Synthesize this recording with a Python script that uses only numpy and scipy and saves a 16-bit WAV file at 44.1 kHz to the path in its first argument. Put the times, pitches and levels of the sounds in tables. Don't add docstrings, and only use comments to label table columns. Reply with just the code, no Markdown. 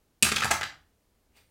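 import sys
import numpy as np
from scipy import signal
from scipy.fft import rfft, irfft
from scipy.io import wavfile

SR = 44100
rng = np.random.default_rng(int(sys.argv[2]) if len(sys.argv) > 2 else 0)


def transcribe(signal):
    frames = np.atleast_2d(signal).T
    limited = np.clip(frames, -1, 1)
    pcm = np.round(limited * 32767).astype(np.int16)
    wavfile.write(sys.argv[1], SR, pcm)


N = 66150

# (time [s], panel struck, thump [dB], knock [dB], clack [dB], tick [dB])
CONTACTS = [ (0.2248, "baffle", 10, -5.5, 4.5, 15), (0.2293, "baffle", 12, 2, 14.5, 5.5),
            (0.2340, "baffle", 13, -2.5, 0, 3.5), (0.2465, "baffle", -2.5, -6.5, -4.5, -1.5),
            (0.2515, "baffle", 6.5, 2, -3, -5), (0.2645, "ramp", 0, 5, 5, -6),
            (0.2705, "ramp", -12.5, 2, 0.5, -17), (0.2882, "ramp", -3.5, 2.5, 5, -4),
            (0.3166, "ramp", 3, 4.5, 10, -5.5), (0.321, "ramp", 7, 3.5, 3, -3),
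            (0.3603, "ramp", 2.5, -5, 11.5, -1), (0.3662, "ramp", -4.5, 3.5, 9, -7),
            (0.3810, "ramp", -4.5, -1, 0, -9.5), (0.3995, "ramp", -10.5, -9, -6, -12.5),
            (0.4065, "ramp", -15.5, 0, -0.5, -14.5), (0.4202, "chute", -8.5, 5.5, 6, -16),
            (0.4257, "chute", -5, 3.5, 0.5, -13), (0.4348, "chute", -9, 7, 5.5, -8.5),
            (0.4440, "chute", 8.5, 1, 4, -1.5), (0.4530, "tray", 6, 1.5, -6, -3.5),
            (0.5060, "tray", 0, -1, -4.5, -7.5), (0.5094, "tray", 6.5, 6, 5, 5),
            (0.5125, "tray", 1.5, 9.5, 9, 3), (0.5182, "tray", 7, 3, -0.5, -4.5),
            (0.5385, "tray", 0, 2, -9.5, -6.5), (0.5560, "tray", -8, -6.5, -15.5, -18.5),
            (0.5805, "tray", -9, -26, -30, -27), (0.6107, "floor", -5.5, 3, 1.5, -12),
            (0.6174, "floor", -11.5, 5, 1, -40), (0.6311, "floor", -11.5, 3.5, 8, -14.5),
            (0.6380, "floor", -4, -2, 1, -14.5), (0.723, "floor", -19.5, -17.5, -30.5, -48.5)]
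THUMP_HZ, KNOCK_HZ, CLACK_HZ, TICK_HZ = 200, 1400, 3500, 9000

PANEL_MODES = { "baffle": [(1266, 0, .07), (2530, 12, .009), (2700, 11, .011), (4158, 0, .06),
               (4235, 0, .06), (4500, 8, .0056), (8570, 15, .07), (10100, 10, .009)],
               "ramp": [(760, 2, .03), (1240, 4, .06), (1630, 1, .02), (2560, 2, .02), (3138, 2, .02),
               (4272, 2, .025)], "chute": [(824, 3, .035), (1238, 11, .12), (1290, 3, .06), (1630, 5, .02),
               (1720, 4, .025), (2220, 1, .025), (2520, 2, .02)], "tray": [(715, 6, .045), (760, 14, .03),
               (828, 8, .04), (1028, 4, .07), (1190, 8, .06), (1287, 7, .07), (1416, 0, .025),
               (2126, 0, .025), (2444, 0, .02)], "floor": [(780, 5, .02), (1437, 0, .022), (2300, 0, .012)]}
# (frequency [Hz], height over the dense modes [dB], t60 [s])
HOLLOW_MODES = [(220, 12, .21)]
# (frequency [Hz], height over the dense modes [dB], t60 [s])
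DESK_MODES = [(48, 2, 0.9), (83.7, 10, 0.4), (120, 1, 0.031), (167.5, 2.5, .06), (249, 2, .025)]
CRACK_T60 = {"baffle": 0.033, "ramp": .04, "chute": .036, "tray": .05, "floor": 0.02}
# (frequency [Hz], level [dB])
PLYWOOD_COLOUR = [(30, -17), (70, 4.5), (130, 7), (230, -3), (320, -4.5), (430, -3.5), (560, -2.5),
                  (760, -1), (980, -1.5), (1350, 4.5), (2400, 0.5), (3500, -3.5), (5500, -2.5), (7500, 1.5),
                  (10500, -5.5), (13000, -11), (16000, -18)]
PLYWOOD_ATTACK_S = 0.00058
PLYWOOD_LOWEST_HZ = 400
MODE_SPREAD_DB, MODE_DETUNE = 1.5, .006

# (frequency [Hz], relative level per Hz [dB])
SWISH_COLOUR = [(100, -28.5), (550, 6), (1200, -4), (2300, 3), (4600, -4.5), (7000, -9), (9000, -4.5),
                (10500, -13.5), (13000, -13.5), (14600, -7), (16000, -12.5)]
# (centre [Hz], width [Hz], level at the peak [dB], rise time constant [s], t60 [s])
SWISH_BANDS = [(2420, 800, -66, 0.019, 0.079), (4720, 260, -71, .008, 0.14), (8850, 700, -77, 0.016, 1),
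               (14300, 600, -86, 0.014, .8)]
SWISH_PEAK_S, SWISH_DB = 1.372, -59
SWISH_RISE_S, SWISH_T60_S = .015, 0.21
SWISH_ROOM_DB = 1

# (delay [s], level [dB])
ECHOES = [(.0024, -14), (.0049, -19.5), (.0075, -14.5), (.0098, -14)]
# (frequency [Hz], level [dB])
TAIL_COLOUR = [(80, -1), (250, -4), (600, -5.5), (1150, -1.5), (1550, -3), (2100, -1.5), (2550, -5.5),
               (3200, -3), (6000, -1.5), (9000, -7), (15000, -0.5)]
# (frequency [Hz], t60 [s])
TAIL_T60 = [(80, .55), (250, .42), (600, .35), (1500, .295), (3000, .305), (6000, .28), (9000, .245),
            (15000, .205)]
TAIL_DB, TAIL_DELAY_S, TAIL_BUILD_S = -1.48, .011, 0.0035

# (frequency [Hz], relative level per Hz [dB])
AIR_COLOUR = [(20, -8), (45, 0), (85, -3), (130, -12), (230, -12), (400, -14), (700, -20), (1400, -25.5),
              (2800, -28.3), (6000, -30.3), (16000, -32.7)]
AIR_DB = -69.0

CUTOFF_HZ = 16000


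def die():
    clatter = np.zeros(N)
    for time_s, panel, *strengths_db in CONTACTS:
        blow_colour = list(zip((THUMP_HZ, KNOCK_HZ, CLACK_HZ, TICK_HZ), strengths_db))
        modes = PANEL_MODES[panel] + HOLLOW_MODES + DESK_MODES
        ring = panel_ring(modes, CRACK_T60[panel])
        clatter += delayed(colour(ring, blow_colour, PLYWOOD_COLOUR), time_s)
    return clatter


def panel_ring(modes, crack_t60):
    t = np.arange(SR // 3) / SR
    attack = 1 - np.exp(-t / PLYWOOD_ATTACK_S)
    crack = rng.standard_normal(len(t)) * dying(t, crack_t60) * attack
    crack /= np.linalg.norm(crack)
    highpass = signal.butter(2, PLYWOOD_LOWEST_HZ, "high", fs=SR, output="sos")
    ring = signal.sosfilt(highpass, crack)
    for hz, db, t60 in modes:
        fall = dying(t, t60) * attack
        level_draw, pitch_draw = rng.standard_normal(2)
        gain = from_db(db + MODE_SPREAD_DB * level_draw)
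        mode_hz = hz * (1 + MODE_DETUNE * pitch_draw)
        ring += gain * 2 / fall.sum() * fall * np.cos(2 * np.pi * mode_hz * t)
    return ring


def swish():
    t = np.arange(N) / SR - SWISH_PEAK_S
    main_noise = colour(rng.standard_normal(N), SWISH_COLOUR)
    brush = swell(main_noise, t, SWISH_DB, SWISH_RISE_S, SWISH_T60_S)
    for hz, width_hz, db, rise_s, t60 in SWISH_BANDS:
        edges_hz = [hz - width_hz / 2, hz + width_hz / 2]
        bandpass = signal.butter(2, edges_hz, "band", fs=SR, output="sos")
        band_noise = signal.sosfilt(bandpass, rng.standard_normal(N))
        brush += swell(band_noise, t, db, rise_s, t60)
    return brush


def swell(noise, t, db, rise_s, t60):
    rise = np.exp(np.minimum(t, 0) / rise_s)
    fall = dying(np.maximum(t, 0), t60)
    return from_db(db) * rise * fall * noise / noise.std()


def room(x):
    t = np.arange(N) / SR
    hz = np.arange(N // 2 + 1) * SR / N
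    tail_spectrum = rfft(rng.standard_normal(N)) * from_db(at_hz(TAIL_COLOUR, hz))
    tail = np.zeros(N)
    for centre_hz, t60 in TAIL_T60:
        share = at_hz([(f, f == centre_hz) for f, _ in TAIL_T60], hz)
        fall = dying(t, t60) * (1 - np.exp(-t / TAIL_BUILD_S))
        tail += irfft(tail_spectrum * share, N) * fall / np.linalg.norm(fall)
    early = sum(from_db(db) * delayed(x, delay_s) for delay_s, db in ECHOES)
    diffuse = signal.fftconvolve(x, tail)[:N]
    return early + from_db(TAIL_DB) * delayed(diffuse, TAIL_DELAY_S)


def room_tone():
    air = colour(rng.standard_normal(2 * N), AIR_COLOUR)[N:]
    return from_db(AIR_DB) * air / air.std()


def from_db(db):
    return 10 ** (np.asarray(db) / 20)


def at_hz(points, hz):
    points = np.array(points)
    return np.interp(np.log(hz + 1e-9), np.log(points[:, 0]), points[:, 1])


def dying(t, t60):
    return np.exp(-np.log(1000) * t / t60)


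def colour(x, *spectra):
    size = 2 ** int(np.ceil(np.log2(len(x) + 1024)))
    hz = np.arange(size // 2 + 1) * SR / size
    gain = from_db(sum(at_hz(spectrum, hz) for spectrum in spectra))
    cepstrum = irfft(np.log(gain))
    cepstrum[1:size // 2] *= 2
    cepstrum[size // 2 + 1:] = 0
    response = np.exp(rfft(cepstrum))
    return irfft(rfft(x, size) * response)[:len(x)]


def delayed(x, start_s):
    return np.pad(x, (int(max(start_s, 0) * SR), N))[:N]


def scene():
    clatter = die()
    brush = swish()
    reflections = room(clatter + from_db(SWISH_ROOM_DB) * brush)
    mix = clatter + brush + reflections + room_tone()
    return mix[None]


def record(dry):
    lowpass = signal.ellip(10, .2, 70, CUTOFF_HZ, fs=SR, output="sos")
    return signal.sosfilt(lowpass, dry)


dry = scene()
out = record(dry)
transcribe(out)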